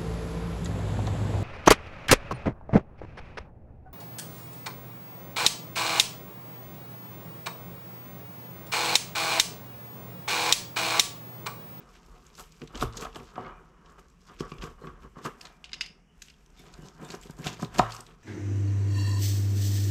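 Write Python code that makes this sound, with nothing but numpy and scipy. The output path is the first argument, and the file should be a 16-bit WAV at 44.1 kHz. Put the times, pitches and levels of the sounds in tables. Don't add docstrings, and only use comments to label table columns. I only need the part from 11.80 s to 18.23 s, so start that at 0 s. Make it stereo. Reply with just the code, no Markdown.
import sys
import numpy as np
from scipy import signal
from scipy.fft import rfft, irfft, next_fast_len
from scipy.io import wavfile
from scipy.ndimage import uniform_filter1d, map_coordinates

SR = 44100
rng = np.random.default_rng(int(sys.argv[2]) if len(sys.argv) > 2 else 0)


def store_pcm(level_fs):
    pcm = np.round(np.clip(level_fs, -1, 1) * 32767).astype(np.int16)
    wavfile.write(sys.argv[1], SR, np.atleast_2d(pcm).T)


def field_ratio(decibels):
    return 10 ** (np.asarray(decibels, dtype=float) / 20)


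N = 283563
BASS_EDGE_HZ = 560
PORTS = np.array([[1], [-1]])


def colour(x, spectrum):
    hz, db = np.transpose(spectrum)
    size = next_fast_len(x.shape[-1])
    f = np.maximum(np.fft.rfftfreq(size, 1 / SR), 1)
    gain = field_ratio(np.interp(np.log(f), np.log(hz), db))
    return irfft(rfft(x, size) * gain, size)[..., :x.shape[-1]]


def unit(x):
    return x / np.sqrt(np.mean(x ** 2))


def band(x, lo_hz, hi_hz):
    sos = signal.butter(2, [lo_hz, min(hi_hz, .45 * SR)], "band", fs=SR, output="sos")
    return signal.sosfilt(sos, x)


def ring(modes, gains, stretch=0.86, size=14000):
    heard = gains > 0
    hz, db, t60 = np.transpose(modes)[:, heard, None]
    t = np.arange(size) / SR
    pole = 2j * np.pi * hz - np.log(1000) / (t60 * max(stretch, .2))
    return (gains[heard] * field_ratio(db[:, 0])) @ np.exp(pole * t).imag


def add(out, s, sound, peak_db):
    i = int(s * SR)
    n = min(len(sound), N - i)
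    out[..., i:i + n] += np.multiply.outer(field_ratio(peak_db), sound[:n] / np.abs(sound).max())


def grit(rate, spread_db):
    out, count = np.zeros(N), int(rate * N / SR)
    sizes = field_ratio(spread_db * rng.exponential(size=count))
    out[rng.integers(0, N, count)] = sizes * rng.standard_normal(count)
    return out


def flicker(rate, depth_db):
    k = int(SR / rate)
    steps = np.repeat(rng.standard_normal(N // k + 1), k)[:N]
    return field_ratio(depth_db * uniform_filter1d(steps, k))


def swells(base_db, rows):
    out = field_ratio(base_db)
    for s, db, rise_ms, fall_ms in rows:
        i = np.arange(max(int((s - .2) * SR), 0), min(int((s + .2) * SR), N))
        lag_ms = 1e3 * (i / SR - s)
        out[i] += field_ratio(db) * np.exp(-np.abs(lag_ms) / np.where(lag_ms < 0, rise_ms, fall_ms))
    return out


# [from t/s, place: 0 back, 1 mid-slab, 2 front]
PLACES = [
    (0, 0),
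    (1.005, 1),
    (1.04, 0),
    (1.9, 1),
    (3.57, 2),
    (6.005, 0),
]


def place(s):
    since, where = np.transpose(PLACES)
    return where.astype(int)[np.searchsorted(since, s, side="right") - 1]


# [f/Hz, level/dB, t60/s, extra level/dB mid-slab, extra level/dB at the front edge]
PANEL_MODES = [(159.2, -2, 0.11, -1, -6), (178.4, -5, 0.053, 4, 10.5), (248, -0.5, 0.089, -2, -2),
               (336, 0, 0.037, 1.5, 2.5), (388.5, 6, 0.066, 2.5, -4.5), (437.6, 4.5, 0.071, -1, -14),
               (580, -10, 0.02, 9, -6), (750, -0.5, 0.045, -4.5, 6), (994, 3.5, 0.019, -18.5, 7.5),
               (1159, 8, 0.019, 7, -7.5), (1267, 2, 0.035, 0.5, 1.5), (1363, -6, 0.017, 8.5, 8.5),
               (1564, -8.5, 0.016, 9, 14), (2890, -9, 0.036, 3.5, -15)]


def panels(lo_hz, hi_hz, stretch, where, spot=1., size=6000):
    modes = np.array(PANEL_MODES)
    inside = (modes[:, 0] > lo_hz) * (modes[:, 0] < hi_hz)
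    gains = spot * field_ratio((where > 0) * modes[:, 2 + where]) * inside
    return band(ring(modes[:, :3], gains, stretch, size), lo_hz, hi_hz)


# [t/s, edge pressure on the counter level/dB, breaking crumbs level/dB]
ROLL = [(0.0, -58.5, -69.5), (.25, -68, -68), (.72, -70.5, -65), (1.3, -64, -69.5), (1.75, -59.5, -73.5),
        (1.95, -64.5, -76.5), (2.401, -75, -74.5), (2.55, -67, -67.5), (2.95, -72, -77), (3.3, -84, -74),
        (3.55, -61.5, -88), (3.8, -74, -71), (4.249, -79, -98), (4.7, -73, -70), (4.98, -60.5, -66),
        (5.15, -65, -76.5), (6.25, -62, -81.5), (6.43, -73.5, -73)]


def rolling():
    s, *columns = np.transpose(ROLL)
    pressure_db, crunch_db = (np.interp(np.arange(N) / SR, s, c) for c in columns)
    return crunching(crunch_db) + grinding(pressure_db) + rocking()


# [t/s of the top, rms level/dB, rise/ms, fall/ms]
CRUSHES = [(.1, -71, 8.4, 73), (0.598, -43, 17, 22), (.73, -78, 8.5, 32), (.84, -67, 43, 11),
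           (.96, -52, 9.6, 21), (1.027, -35, 18, 10), (1.177, -42, 9.4, 5.6), (1.224, -41.5, 11, 17),
           (1.36, -49, 9.7, 12), (1.44, -64.5, 28, 240), (2.07, -80, 17, 72), (2.191, -57, 7.2, 11),
           (2.47, -65, 15, 64), (2.604, -47, 3.3, 6.6), (2.7, -55, 19, 19), (2.83, -52, 10.5, 37),
           (3.0, -74, 6, 10), (3.059, -62.5, 23, 43), (3.22, -70, 14, 36), (3.385, -64, 12, 16),
           (3.457, -39.5, 14.5, 15.4), (3.63, -55.5, 37, 39), (4.44, -59.5, 34, 72), (4.8, -59, 21, 18),
           (4.875, -59, 19, 20), (5.06, -63.5, 47, 25), (5.228, -71, 7.3, 7.2), (5.25, -57, 37, 16),
           (5.32, -45, 26, 26), (5.43, -52, 13, 29), (5.5, -65, 6.9, 8.9), (5.592, -51, 5.5, 5.9),
           (5.62, -64, 29, 64), (5.673, -33, 21, 14.5), (5.74, -52.5, 7.6, 15), (5.824, -45, 23, 14),
           (5.852, -59, 5, 10), (5.947, -43.5, 11.5, 17), (5.988, -31, 5.4, 4.9), (6.15, -51.5, 120, 75)]
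# [f/Hz, level/dB per Hz]
CRUST_SPECTRUM = [(880, -36), (1500, 1.5), (1940, -5), (2110, -2), (2450, 0), (3350, -1), (4080, -3.5),
                  (5120, -2), (5530, -3), (7730, -3.5), (9600, -15), (12300, -11.5), (15700, -27)]


def crunching(crunch_db):
    clusters, crumbs = flicker(250, 2.0), 0
    for lo_hz, hi_hz in [(900, 3500), (3500, 7000), (7000, 18000)]:
        patchy = clusters * flicker(23, 3.7)
        mid, side = (grit(3000, 2.3) * patchy for _ in "ms")
        crumbs = crumbs + band(mid + 0.45 * side * PORTS, lo_hz, hi_hz)
    return swells(crunch_db, CRUSHES) * unit(colour(crumbs, CRUST_SPECTRUM))


# [t/s of the top, rumble level/dB, bass
# level/dB, fall/ms]
GRINDS = [(.34, -65, -63.5, 110), (0.595, -47.5, -50, 19), (0.826, -57, -42, 13.4), (0.909, -53, -59, 11),
          (0.954, -45, -38.5, 19), (1.015, -41, -36, 16), (1.029, -46, -21.5, 9), (1.07, -52, -48, 22),
          (1.146, -49, -58, 4.8), (1.17, -51.5, -48.5, 33), (1.199, -51, -52, 8), (1.268, -42.5, -52, 4.7),
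          (1.225, -40, -40, 20.7), (1.36, -39.5, -34.5, 11.3), (1.405, -52.5, -47.5, 15),
          (1.566, -49, -53, 14), (1.596, -42.5, -41, 29), (1.668, -43, -43.5, 24), (1.71, -51.5, -71, 40),
          (2.07, -58, -62, 76), (2.19, -57, -63, 19), (2.499, -55.5, -63, 29), (2.635, -46.5, -41, 31),
          (2.75, -60, -55, 23), (2.828, -44, -38.5, 28.5), (2.877, -50.5, -46, 12), (2.984, -55, -72, 6.2),
          (3.018, -51.5, -43.5, 7.5), (3.044, -45.5, -42, 9), (3.084, -54, -50.5, 83), (3.19, -67, -62, 20),
          (3.245, -53, -48, 20), (3.36, -55, -69, 6.7), (3.388, -50.5, -45, 27), (3.459, -35, -35, 15.2),
          (3.65, -56, -59, 64),
          (3.85, -66, -75, 51), (4.0, -65.5, -60.5, 120), (4.8, -75, -57, 17), (4.86, -65, -54, 25),
                (5.041, -65, -50, 42), (5.2, -54.5, -46, 15), (5.231, -49.5, -39, 16),
                (5.301, -52.5, -45.5, 26), (5.343, -45.5, -38.5, 11.5), (5.46, -71, -50, 18),
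                (5.595, -54, -41.5, 13), (5.66, -42.5, -38, 35), (5.715, -56, -48, 20),
                (5.833, -45.5, -32, 17.7), (5.961, -44, -46, 29), (5.987, -34, -28, 6.4),
                (6.04, -36, -67, 54), (6.1, -45, -68, 11), (6.15, -54, -68, 11), (6.19, -53, -57, 17),
                (6.3, -58, -60, 20)]


def grinding(pressure_db):
    where, grinds = place(np.arange(N) / SR), GRINDS
    rise_share = 0.6
    rumble = swells(pressure_db, [(s, db, rise_share * ms, ms) for s, db, _, ms in grinds])
    bass = swells(pressure_db, [(s, db, rise_share * ms, ms) for s, _, db, ms in grinds])
    out = np.zeros(N)
    for lo_hz, hi_hz, force in [(BASS_EDGE_HZ, 3300, rumble), (125, BASS_EDGE_HZ, bass)]:
        push = force * unit(grit(4000, 1.5) * flicker(40, 2))
        for spot in range(3):
            answer = panels(lo_hz, hi_hz, 0.8, spot)
            answer = answer / np.linalg.norm(answer)
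            out += signal.fftconvolve(push * (where == spot), answer)[:N]
    return out


# [t/s, level/dB]
LEANS = [(.3, -62), (.59, -54), (1.029, -35), (1.08, -42), (1.25, -48.5), (1.41, -56), (1.7, -54),
         (2.22, -60), (2.61, -47), (2.8, -46), (2.92, -48), (3.1, -51), (3.25, -51), (3.5, -61),
         (3.92, -61.5), (4.69, -58), (5.0, -53), (5.37, -53), (5.52, -49), (6.0, -37)]
# [f/Hz, level/dB, t60/s]
FRAME = [
    (38.6, 0, 0.22),
    (57.8, -9.5, 0.2),
]


def rocking():
    rest_db, rise_ms, fall_ms = -61., 43, 36
    shake = swells(np.full(N, rest_db), [(s, db, rise_ms, fall_ms) for s, db in LEANS])
    frame = band(ring(FRAME, np.ones(len(FRAME)), 0.69, size=9000), 34.7, 68)
    push = shake * unit(grit(4000, 1.3) * flicker(40, 1.6))
    return signal.fftconvolve(push, frame / np.linalg.norm(frame))[:N]


# [t/s, peak level/dB, centre f/Hz]
CRUST_SNAPS = [(0.5023, -52, 2300), (0.5946, -47, 2800), (0.6373, -45, 2760), (0.8172, -34.5, 2460),
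               (0.948, -36, 2620), (0.9547, -31.5, 3080), (0.998, -36, 4500), (1.0113, -26, 3850),
               (1.022, -29, 3200), (1.2222, -36.5, 2560), (1.2496, -34, 3040), (1.3286, -45, 2800),
               (1.348, -39, 3400), (1.3587, -30, 2900), (1.3983, -42, 2290), (1.557, -41, 2380),
               (1.6472, -48, 2130), (1.6644, -43, 2140), (2.0597, -50.5, 2850), (2.186, -63, 2900),
               (2.493, -50, 2960), (2.702, -55, 2830), (2.7178, -36, 2450), (2.7834, -43, 2840),
               (2.8137, -41, 2560), (2.821, -33, 2760), (2.839, -38, 2200), (3.0705, -41.5, 2220),
               (3.448, -34.5, 4030), (3.4513, -37, 1570), (3.462, -32, 1700), (5.2276, -53, 5300),
               (5.246, -48, 3570), (5.2836, -49, 3990), (5.434, -45, 3050), (5.471, -43.5, 3600),
               (5.634, -42, 1900), (5.642, -35, 2610), (5.669, -18.5, 3480), (5.6764, -27, 2880),
               (5.7707, -41.5, 2160), (5.959, -34, 3000), (5.9838, -24, 4740), (5.9914, -16.5, 3560),
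               (6.106, -38, 3080), (6.2656, -42.5, 3520)]
# [t/s, peak level/dB, centre
# f/Hz]
PAPER_TICKS = [(0.0908, -51, 5200), (0.262, -52.5, 5570), (0.4653, -43, 6400), (0.552, -42, 5640),
               (0.5786, -44, 3660), (0.722, -40.5, 7000), (0.8744, -42.5, 3700), (0.9754, -34, 4090),
               (1.1254, -43, 4020), (1.134, -40.5, 3630), (1.1707, -28, 6540), (1.196, -37, 3670),
               (1.211, -29.5, 6700), (1.3577, -40, 4140), (2.6061, -32, 5160), (3.432, -49, 3920),
               (4.9384, -36.5, 4500), (5.248, -42, 7660), (5.2894, -40, 5100), (5.3037, -30.5, 4040),
               (5.413, -41, 7800), (5.589, -47, 6900), (5.729, -39, 6650), (5.8223, -34, 7000),
               (5.847, -32, 3730), (5.9384, -48, 7200), (6.121, -29.5, 4440), (6.1482, -37.5, 7860),
               (6.1648, -34, 4940), (6.2057, -33, 8300),
               (2.0981, -56, 7160), (2.1206, -58, 7130), (2.284, -53.5, 6030), (2.3, -54.5, 7000),
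          (2.414, -55, 5000), (2.454, -57, 5060), (2.597, -36.5, 4500), (2.65, -50, 5500),
          (2.68, -54, 6500), (4.785, -55, 3550), (4.8653, -46, 3530), (5.02, -49, 6560),
          (5.3258, -45, 4400), (5.348, -37.5, 5820), (5.4244, -51, 7440), (5.5107, -44.5, 4800),
          (5.567, -50, 7330), (6.132, -40, 4500)]
# [t/s, peak level/dB, centre f/Hz, length/ms]
SCRAPES = [(3.6124, -30, 4660, 17), (3.6525, -34.5, 3800, 29), (3.6692, -39.5, 3180, 22),
           (3.845, -37.5, 3660, 77), (3.893, -43, 2450, 27), (3.917, -50, 3830, 14),
           (3.9318, -30, 2930, 16), (3.94, -40, 4830, 38), (4.0086, -29.5, 5100, 75),
           (4.062, -36, 4500, 27), (4.4211, -31.5, 6170, 23), (4.4203, -41.5, 1700, 24),
           (4.4838, -43.5, 2800, 30), (4.4992, -43, 4160, 36), (4.537, -51, 3000, 38),
           (4.662, -48, 5570, 7.9), (4.702, -57, 6500, 19)]


def cracks():
    out, t = np.zeros(N), np.arange(4096) / SR
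    snap_ms, tick_ms, spray_share = 23.3, 20.5, 0.73
    rows = [(s, db, hz, snap_ms) for s, db, hz in CRUST_SNAPS]
    rows += [(s, db, hz, tick_ms) for s, db, hz in PAPER_TICKS]
    rows += SCRAPES
    noise = rng.standard_normal((len(rows), len(t) + 64))
    for (s, db, hz, ms), n in zip(rows, noise):
        ragged = field_ratio(4 * np.repeat(n[:64], 64)) * np.minimum(t / .0015, 1)
        spray = colour(n[64:], CRUST_SPECTRUM) * ragged * field_ratio(-60e3 * t / max(ms, 3))
        wide = band(band(spray, hz / 2.4, hz * 2.4), hz / 2.4, hz * 2.4)
        centre = band(spray, hz / 1.094, hz * 1.203)
        add(out, s - .001, spray_share * wide + centre, db)
    return out


# [t/s, peak level/dB, bass share level/dB, slab share level/dB, contact/ms]
KNOCKS = [(0.285, -55.5, 8, -25, 1.1), (0.817, -45, 10.5, -7, 3), (1.026, -13, -7.5, -20.5, 2.67),
          (1.253, -28, -13, -33, 3.8), (1.359, -35.5, -11, -14, 4), (1.581, -23, -10, -27, 1.16),
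          (2.607, -32, 12.5, -18, 2.5), (2.719, -34, 4, -14, 3.6), (2.836, -35, 3, -18, 5.1),
          (3.072, -36, 0.5, -21.5, 3.5), (3.249, -44, 5, -15, 3.1), (3.369, -40, 5, -33, 3.6),
          (3.451, -35, 2, -30, 4.3), (4.989, -56, 17, -21, 3.8), (5.497, -41, 8, -23, 4),
          (5.665, -30.5, 6.5, -11, 4.6), (5.795, -36, -4, -9, 6.9), (5.829, -25, 4.5, -21, 3),
          (5.996, -5.5, -8.5, -24.5, 1.66)]
# [f/Hz, level/dB, t60/s]
SLAB = [
    (113.2, 8.5, 0.58),
    (123.7, -19, 0.21),
    (102.3, -17, .25),
]


def knocks():
    out = np.zeros(N)
    chance = rng.standard_normal((len(KNOCKS), 2048 + len(PANEL_MODES)))
    edge_share, grain = 0.11, 0.49
    sink_ms, knock_top_hz = 2.77, 1800
    back_ring, front_ring = 0.95, 0.76
    late = 1 - np.exp(-np.arange(22000) / (0.0086 * SR))
    sway = ring(SLAB, np.ones(len(SLAB)), size=22000) * late
    for (s, db, bass_db, slab_db, ms), c in zip(KNOCKS, chance):
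        t = np.arange(2048) / SR * 1e3 / max(ms, .3)
        push = t ** 2 * np.exp(-3 * t)
        edge = (t / edge_share) ** 2 * np.exp(-3 * t / edge_share)
        bite = edge + grain * push * c[:2048]
        spot, where = field_ratio(1.0 * c[2048:]), place(s)
        stretch = front_ring if where == 2 else back_ring
        answer = panels(BASS_EDGE_HZ, 3030, stretch, where, spot)
        blow = band(signal.fftconvolve(answer, bite), 200, knock_top_hz)
        sink = np.minimum(np.arange(len(blow)) / SR * 1e3 / sink_ms, 1)
        thump = signal.fftconvolve(panels(125, BASS_EDGE_HZ, stretch, where, spot), push ** 8)
        add(out, s - .0018, blow * sink, db)
        add(out, s - .002, thump, db + bass_db)
        add(out, s, sway, db + slab_db)
    return out


# [t/s, peak level/dB, ring factor, best excited f/Hz]
RATTLES = [(3.6097, -37, 0.53, 3000), (3.651, -42, 0.34, 3000), (3.842, -30.5, 0.26, 3670),
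           (3.857, -43, 0.69, 2600), (3.918, -39, 0.76, 3700), (3.932, -23, 0.96, 4850),
           (3.9397, -28, 0.56, 3580), (4.0097, -16.5, 1.8, 4000), (4.061, -41, 0.5, 6000),
           (4.4195, -34, 0.14, 3900), (4.5023, -47, 1.1, 4500)]
# [f/Hz, level/dB, t60/s]
WHEEL = [(1700, -20, 0.0074), (2300, -5.5, .010), (2620, -6.5, 0.0141), (2840, 0.5, 0.03), (3000, 0, 0.013),
         (3490, -9, 0.011), (3770, 4.5, 0.0098), (4040, 4, 0.012), (4500, -14, .014), (4740, 2.5, 0.015),
         (4940, 1, 0.018), (5530, -24, 0.016), (6400, -3, 0.02), (7400, -31, .012)]


def rattles():
    out, count = np.zeros(N), len(WHEEL)
    tilt_db_per_octave = 2
    chance = rng.standard_normal((len(RATTLES), 512 + 2 * count))
    for (s, db, stretch, hz), c in zip(RATTLES, chance):
        tap = (np.arange(512) == 8) + 0.24 * c[:512] * np.exp(-np.arange(512) / 173.0)
        modes = np.array(WHEEL) * np.c_[1 + .006 * c[512:-count], np.ones((count, 2))]
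        octaves_off = np.abs(np.log2(modes[:, 0] / hz))
        gains = field_ratio(1.3 * c[-count:] - tilt_db_per_octave * octaves_off)
        clink = signal.fftconvolve(ring(modes, gains, stretch, size=4000), tap)
        add(out, s, band(clink, 1720, 6700), db)
    return out


# [t/s, peak level/dB, f/Hz, length/ms]
SQUEAKS = [(1.66, -49, 2140, 23), (1.75, -60, 2400, 100), (2.735, -52.5, 2410, 50), (3.03, -62.5, 4200, 35),
           (3.32, -74, 3080, 80), (3.73, -63, 2380, 110), (4.07, -54.5, 4920, 120), (4.31, -66.5, 2920, 73),
           (4.797, -55.5, 2270, 22), (4.797, -56, 3580, 42), (4.8, -61, 5300, 28), (5.03, -60, 2920, 40),
           (5.258, -53, 3600, 35), (5.254, -53, 7400, 25), (5.43, -56, 7600, 40), (5.74, -52, 6700, 30)]


def squeaks():
    out, t = np.zeros(N), np.arange(-4096, 4096) / SR
    width = 1.03
    noise = rng.standard_normal((len(SQUEAKS), len(t)))
    for (s, db, hz, ms), n in zip(SQUEAKS, noise):
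        swell = np.exp(-(2150.0 * t / ms) ** 2)
        add(out, s + t[0], band(n, hz / width, hz * width) * swell, db)
    return out


def linger(x, spectrum, t60_s, db, apart, stir_ms):
    t = np.arange(SR // 2) / SR
    fade = field_ratio(-60 * t / t60_s) * np.clip(t / 0.002, 0, 1)
    mid, side = rng.standard_normal((2, len(t)))
    for _ in range(8):
        bins = rfft(mid * fade)
        even = irfft(bins / (np.abs(bins) + 1e-9), len(t))
        mid = even / np.sqrt(uniform_filter1d(even ** 2, size=400) + 1e-18)
    tail = colour(mid + apart * side * PORTS, spectrum) * fade
    tail = tail / np.sqrt(np.sum(tail ** 2) / 2)
    wet = signal.fftconvolve(x[None], tail, axes=1)[:, :N]
    stir = uniform_filter1d(rng.standard_normal(N), size=110)
    stir = unit(uniform_filter1d(stir, size=110))
    path = np.arange(N) + stir * stir_ms * SR / 1e3
    return field_ratio(db) * np.array([map_coordinates(w, [path], mode="nearest") for w in wet])


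# [f/Hz, level/dB]
CABINET = [(90, -7), (160, -10), (430, -8), (600, -10), (800, -4.5), (1200, -2.5), (1600, -23.5),
           (2600, -15.5)]


def cabinet(x):
    return linger(x, CABINET, t60_s=0.22, db=-15, apart=1.0, stir_ms=0.14)


# [f/Hz, level/dB]
WALLS = [(500, -26.5), (1800, -4.5), (2700, -2), (5000, -5), (8000, -5.5), (12000, -2)]


def walls(x):
    return linger(x, WALLS, t60_s=0.29, db=-8.5, apart=0.37, stir_ms=0.081)


# [f/Hz, level/dB per Hz]
KITCHEN = [(12, -32), (20, -4.5), (49, -9), (95, -15.5), (157, 2.5), (325, -16.5), (395, -10.5), (552, -21),
           (2860, -26.5), (3990, -45), (5580, -30), (15700, -53.5)]


def kitchen():
    mid, side = rng.standard_normal((2, N))
    side = colour(side, [(20, -12), (100, -13), (300, -0.5), (1000, 3.0), (5000, -10.0)])
    return field_ratio(-62) * unit(colour(mid + side * PORTS, KITCHEN))


def scene():
    near = rolling() + cracks() + knocks() + rattles() + squeaks()
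    both = near.mean(axis=0)
    return near + cabinet(both) + walls(both) + kitchen()


def roll_off(x):
    return signal.sosfilt(signal.butter(12, 15830, fs=SR, output="sos"), x)


def record(dry):
    late = colour(np.roll(dry[0], 1) - dry[0], [(2500, 10.5), (9000, -16.5)])
    # (f/Hz, half of left minus right/dB)
    tilt = np.array([(60, 0.0), (300, -0.5), (1200, 0.27), (2500, -0.4), (5000, 1.0), (9000, 2.0), (14000, 4.5)])
    left = colour(dry[0] + late, tilt)
    right = colour(dry[1], tilt * [1, -1])
    mix = colour(np.array([left, right]), [(15770, 0), (15830, -80)])
    return roll_off(mix)


dry = scene()
out = record(dry)
store_pcm(out)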